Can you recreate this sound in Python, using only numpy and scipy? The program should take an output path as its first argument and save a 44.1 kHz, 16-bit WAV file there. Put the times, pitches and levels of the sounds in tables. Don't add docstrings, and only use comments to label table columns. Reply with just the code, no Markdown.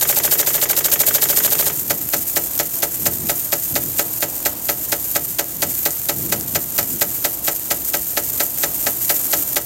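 import sys
import numpy as np
from scipy import signal
from scipy.fft import rfft, irfft, next_fast_len
from scipy.io import wavfile

SR = 44100
rng = np.random.default_rng(int(sys.argv[2]) if len(sys.argv) > 2 else 0)


def wav_record(signal):
    frames = np.transpose(np.atleast_2d(signal))
    bounded = np.clip(frames, -1, 1)
    quanta = np.round(bounded * 32767).astype(np.int16)
    wavfile.write(sys.argv[1], SR, quanta)


N = 425565
TIME = np.arange(N) / SR

# pitch in Hz, seconds to fade by 60 dB,
# then relative level in dB for a knock, for a thump and for a hit on the back stop.
BODY_MODES = [(114.6, 0.25, -47, -58, -42), (153, 0.38, -37.5, -50, -34), (253.5, 0.29, -40, -58, -42),
              (282.7, 0.35, -36.5, -55, -50), (331.6, 0.34, -31.5, -45, -38.5),
              (381.7, 0.15, -36, -36, -29.5), (436, 0.19, -29, -30.5, -35), (480.4, 0.26, -35, -43, -35),
              (548, 0.14, -47, -36, -37), (567, 0.016, -11, -18, -36), (580, .13, -18.5, -19.5, -49),
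              (630, 0.11, -29, -25.5, -47), (706.5, 0.27, -32.5, -54, -47.5),
              (816.6, 0.087, -24, -23.5, -35), (910, 0.16, -33, -41, -45), (1203, 0.025, -26, -44, -19),
              (1296, 0.12, -27, -54, -39), (1465, 0.036, -57, -42, -26), (1576, 0.065, -24, -27, -30.5),
              (1695, 0.25, -41.5, -39, -43.5), (1946, 0.23, -36.5, -48, -38.5),
              (1995, 0.052, -23.5, -36, -36), (2230, 0.064, -29.5, -36, -32), (2538, 0.031, -22, -35, -34),
              (2995, 0.15, -34, -34, -37), (3254, 0.028, -20.5, -24.5, -22), (3766, 0.019, -32, -20, -48),
              (4046, 0.0086, -14, -17, -42), (4840, 0.015, -18, -42, -46)]
# frequency in Hz, relative level in dB.
SOIL_SPECTRUM = [(100, -26.5), (300, 4), (420, -4.5), (650, -2.5), (1100, -10), (2000, -20.5),
                 (4000, -18.5), (12000, -15)]
# start in seconds, period in seconds, number of strokes.
RETURN_PACE = [(.0204, .0743, 2), (.169, .07573, 11), (1.002, .07387, 10)]
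FORWARD_PACE = [(1.904, .23113, 4), (2.8285, .23281, 8), (4.691, .23353, 6), (6.0922, .23111, 11),
                (8.6344, .23268, 5)]
REBOUND_S = 0.0299


def undb(db):
    return 10 ** (np.asarray(db) / 20)


def unit(x):
    return x / np.sqrt(np.mean(x ** 2))


def colour(x, spectrum):
    hz, db = np.transpose(spectrum)
    size = next_fast_len(len(x))
    bins = np.maximum(np.fft.rfftfreq(size, 1 / SR), 1)
    gains = unit(undb(np.interp(np.log(bins), np.log(hz), db)))
    return irfft(rfft(x, size) * gains, size)[:len(x)]


def walk(rate):
    return unit(np.interp(TIME * rate, np.arange(N), rng.standard_normal(N)))


def droplets(spread_db):
    return unit(rng.standard_normal(N) * undb(spread_db * walk(5000)))


def taps(times, gains):
    return np.bincount(np.round(np.asarray(times) * SR).astype(int), gains, N)[:N]


def convolve(x, response):
    return signal.fftconvolve(x, response)[:N]


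def fade(t, t60):
    return np.exp(-np.log(1000) * t / t60)


def gate(starts, gains, hold, rise, fall):
    t = TIME[:SR // 8]
    burst = (1 - np.exp(-t / rise)) * np.exp(-np.maximum(t - hold, 0) / fall)
    return convolve(taps(np.maximum(starts, 0), gains), burst)


def spread(mid, side):
    return np.array([mid + side, mid - side])


def beats(pace, jitter_s=0.0003):
    times = np.concatenate([start + period * np.arange(count) for start, period, count in pace])
    return times + jitter_s * rng.standard_normal(len(times))


def hum(hz=118, db=-51):
    tone = np.sin(2 * np.pi * np.cumsum(hz + 1.175 * walk(5)) / SR)
    return unit(tone) * undb(db + 0.86 * walk(2.85))


def breeze(lull_db=-47, rise_s=0.12):
    # time of the gust's peak in seconds, level in dB, die-down time in seconds.
    gusts = [(1.4, -47.5, 0.68), (3.1, -32, 0.2), (3.8, -34.5, 0.14), (5.68, -41, 0.13), (6.29, -34, 0.36),
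             (6.8, -36.5, 0.23)]
    # frequency in Hz, relative level in dB.
    wind_spectrum = [(30, -28), (70, -5), (120, 2), (200, -2), (330, -3.5), (500, -13), (1200, -57)]
    rumble_spectrum = [(20, -32), (36, -19), (57, 1.5), (80, -4), (120, -3.5), (200, -7), (400, -22)]
    strength = undb(lull_db)
    for peak_s, db, fall_s in gusts:
        width = np.where(TIME < peak_s, rise_s, fall_s)
        strength = strength + undb(db) * np.exp(-((TIME - peak_s) / width) ** 2)
    mid, side = (colour(rng.standard_normal(N) * undb(4.0 * walk(16)), wind_spectrum) for _ in range(2))
    wind = spread(mid, undb(-14.0) * side) * strength
    return wind + undb(-41) * colour(rng.standard_normal(N), rumble_spectrum)


def soil(waver_db=1.6):
    washes = [rng.standard_normal(N) * undb(waver_db * walk(9.7)) for _ in range(2)]
    mid, side = (colour(wash, SOIL_SPECTRUM) for wash in washes)
    return spread(undb(-38.0) * mid, undb(-57.5) * side)


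def garden_reverb(x, wet_db, t60):
    t = TIME[:SR // 2]
    envelope = fade(t, t60) * (1 - np.exp(-t / 0.0074))
    tails = [colour(rng.standard_normal(len(t)), SOIL_SPECTRUM) * envelope for _ in range(2)]
    return undb(wet_db) * np.array([convolve(x, tail / np.linalg.norm(tail)) for tail in tails])


def jet():
    # time in seconds, base level in dB.
    break_up = [(0.0, -21.5), (0.88, -23.5), (1.24, -20), (1.88, -24.5), (2.2, -23), (2.58, -24),
                (3.84, -22.5), (4.41, -26.5), (5.05, -23.5), (5.51, -28), (5.81, -21), (5.94, -25.5),
                (6.53, -26), (6.91, -23.5), (7.28, -24.5), (8.57, -23), (9.16, -19.5), (9.65, -25.5)]
    # frequency in Hz, relative level in dB.
    hiss_spectrum = [(300, -43.5), (1500, -19), (3800, -20.5), (5500, -14.5), (7200, -4.5), (8200, -8),
                     (9000, -4), (10300, -11), (11800, -7), (12150, 3.5), (13500, 0.5), (16000, -6)]
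    mist_spectrum = [(1200, -39), (5000, -38), (7300, -8), (7800, 12), (9200, 19.5), (11500, 21),
                     (12500, -27), (16000, 16)]
    knock_s, stop_s = beats(FORWARD_PACE), beats(RETURN_PACE) + REBOUND_S
    dip_db = gate(knock_s, np.full(len(knock_s), 1.35), hold=0.025, rise=0.009, fall=0.036)
    dip_db += gate(stop_s, np.full(len(stop_s), 3.0), hold=0.02, rise=0.0098, fall=0.005)
    flow = undb(np.interp(TIME, *np.transpose(break_up)) - dip_db)
    sputter = undb(2.0 * walk(60) + 1.45 * walk(260))
    hiss = undb(1.08) * colour(droplets(spread_db=3) * sputter, hiss_spectrum)
    when, size = rng.random((260, 2)).T
    drops = gate(when * TIME[-1], undb(5 + 15 * size ** 4), hold=0.0002, rise=0.00005, fall=0.0003)
    ticks = colour(rng.standard_normal(N) * drops, hiss_spectrum)
    mist = undb(-14) * colour(rng.standard_normal(N), mist_spectrum)
    return flow * spread(hiss + ticks, mist)


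def spoon():
    # frequency in Hz, relative level in dB.
    slap_spectrum = [(400, -8), (2000, -4.5), (3800, 3), (7200, 5.5), (10500, 2.5), (12500, 9),
                     (16000, 8.5)]
    splash_spectrum = [(300, -13), (1000, -12), (2500, -13), (4200, -9), (5500, -8), (7200, -1.5),
                       (9000, -5), (10300, -6.5), (11800, -2.5), (12150, 2), (13400, 4.5), (16000, -8)]
    knock_s = beats(FORWARD_PACE)
    enter_s = beats(RETURN_PACE) - 0.0108
    forward_gains = undb(-14.9 + 0.26 * rng.standard_normal(len(knock_s)))
    return_gains = undb(0.5 * rng.standard_normal(len(enter_s)))
    slap = gate(knock_s - 0.0067, forward_gains * undb(1.0), hold=0.0051, rise=0.0003, fall=0.003)
    slap += gate(enter_s, return_gains * undb(-14.0), hold=0.009, rise=0.0006, fall=0.0021)
    sheet = gate(knock_s + 0.00043, forward_gains, hold=0.0096, rise=0.0004, fall=0.0063)
    sheet += gate(enter_s + 0.0073, return_gains * undb(-13.5), hold=0.022, rise=0.0011, fall=0.0042)
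    water = colour(droplets(spread_db=3.4) * slap, slap_spectrum)
    water += colour(droplets(spread_db=3.0) * sheet, splash_spectrum)
    return water * undb(1.9 * walk(260))


def chirps(times, from_hz, to_hz, length_s, db, rough_hz=900):
    t = TIME[:SR // 20]
    hz = to_hz + (from_hz - to_hz) * np.exp(-2 * t / length_s)
    swell = (t / length_s) * np.exp(-2 * (t / length_s) ** 2)
    grain = np.exp(2j * np.pi * np.cumsum(hz) / SR) * swell / swell.max()
    sweeps = convolve(taps(times, np.ones(len(times))), grain)
    return undb(db) * (sweeps.real * walk(rough_hz) + sweeps.imag * walk(rough_hz))


def blows(times, modes_db, gain_db, build_s, clank_db, clank_t60, scatter_db):
    # frequency in Hz, relative level in dB.
    clank_spectrum = [(250, -33), (600, 7.5), (1050, 1), (1800, 3.5), (3000, 0), (5000, -0.5), (7200, 8.5),
                      (9000, -33), (16000, -23)]
    t = TIME[:SR // 2]
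    hz, t60 = np.transpose(BODY_MODES)[:2, :, None]
    onset = 1 - np.exp(-(t / build_s) ** 2 * hz / 1000)
    modes = np.sin(2 * np.pi * hz * t) * fade(t, t60) * onset
    polarity = (-1) ** (np.arange(len(BODY_MODES)) // 2)
    turn_db = 0.2 * np.outer(times - times.mean(), np.log2(hz[:, 0] / 800))
    chance_db = scatter_db * rng.standard_normal((len(times), len(BODY_MODES)))
    weights = polarity * undb(modes_db + turn_db + chance_db)
    clank = colour(rng.standard_normal(len(t)), clank_spectrum)
    clank *= undb(clank_db) * fade(t, clank_t60) * (1 - np.exp(-t / build_s))
    out = np.zeros(N + len(t))
    for start, ring in zip(np.round(times * SR).astype(int), weights @ modes):
        out[start:start + len(t)] += ring + clank
    return undb(gain_db) * out[:N]


def arm():
    _, _, knock_db, thump_db, stop_db = np.transpose(BODY_MODES)
    knock_s, thump_s = beats(FORWARD_PACE), beats(RETURN_PACE)
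    stop_s = thump_s + REBOUND_S
    knocks = blows(knock_s, knock_db, gain_db=0.5, build_s=0.001,
                   clank_db=-18.5, clank_t60=0.1, scatter_db=0.5)
    knocks += chirps(knock_s + 0.001956, from_hz=2218, to_hz=1162, length_s=0.00813,
                     db=-27.5, rough_hz=490)
    thumps = blows(thump_s, thump_db, gain_db=-2, build_s=0.0017,
                   clank_db=-26, clank_t60=0.13, scatter_db=2.4)
    thumps += chirps(thump_s, from_hz=3300, to_hz=1144, length_s=0.00786, db=-29)
    stops = blows(stop_s, stop_db, gain_db=0.1, build_s=0.0037,
                  clank_db=-22.5, clank_t60=0.095, scatter_db=1.0)
    stops += chirps(stop_s - 0.001, from_hz=3500, to_hz=830, length_s=0.00906, db=-29.0)
    return knocks + thumps + stops


def scene():
    strokes = arm() + spoon()
    # frequency in Hz, relative level in dB.
    side_spectrum = [(200, 0.5), (1200, -6.5), (4000, -1.5), (8500, -0.5), (13000, -2)]
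    side = undb(-17) * colour(strokes, side_spectrum) * walk(300)
    pan = undb([[-0.25], [0.25]])
    sprinkler = pan * (spread(strokes, side) + jet())
    return sprinkler + garden_reverb(strokes, wet_db=-27.5, t60=0.17) + soil() + breeze() + hum()


def record(dry, ceiling=0.76, top_hz=15800):
    rounded = dry / (1 + (dry / ceiling) ** 4) ** 0.25
    return signal.sosfilt(signal.ellip(12, 0.1, 80, top_hz, fs=SR, output="sos"), rounded)


dry = scene()
out = record(dry)
wav_record(out)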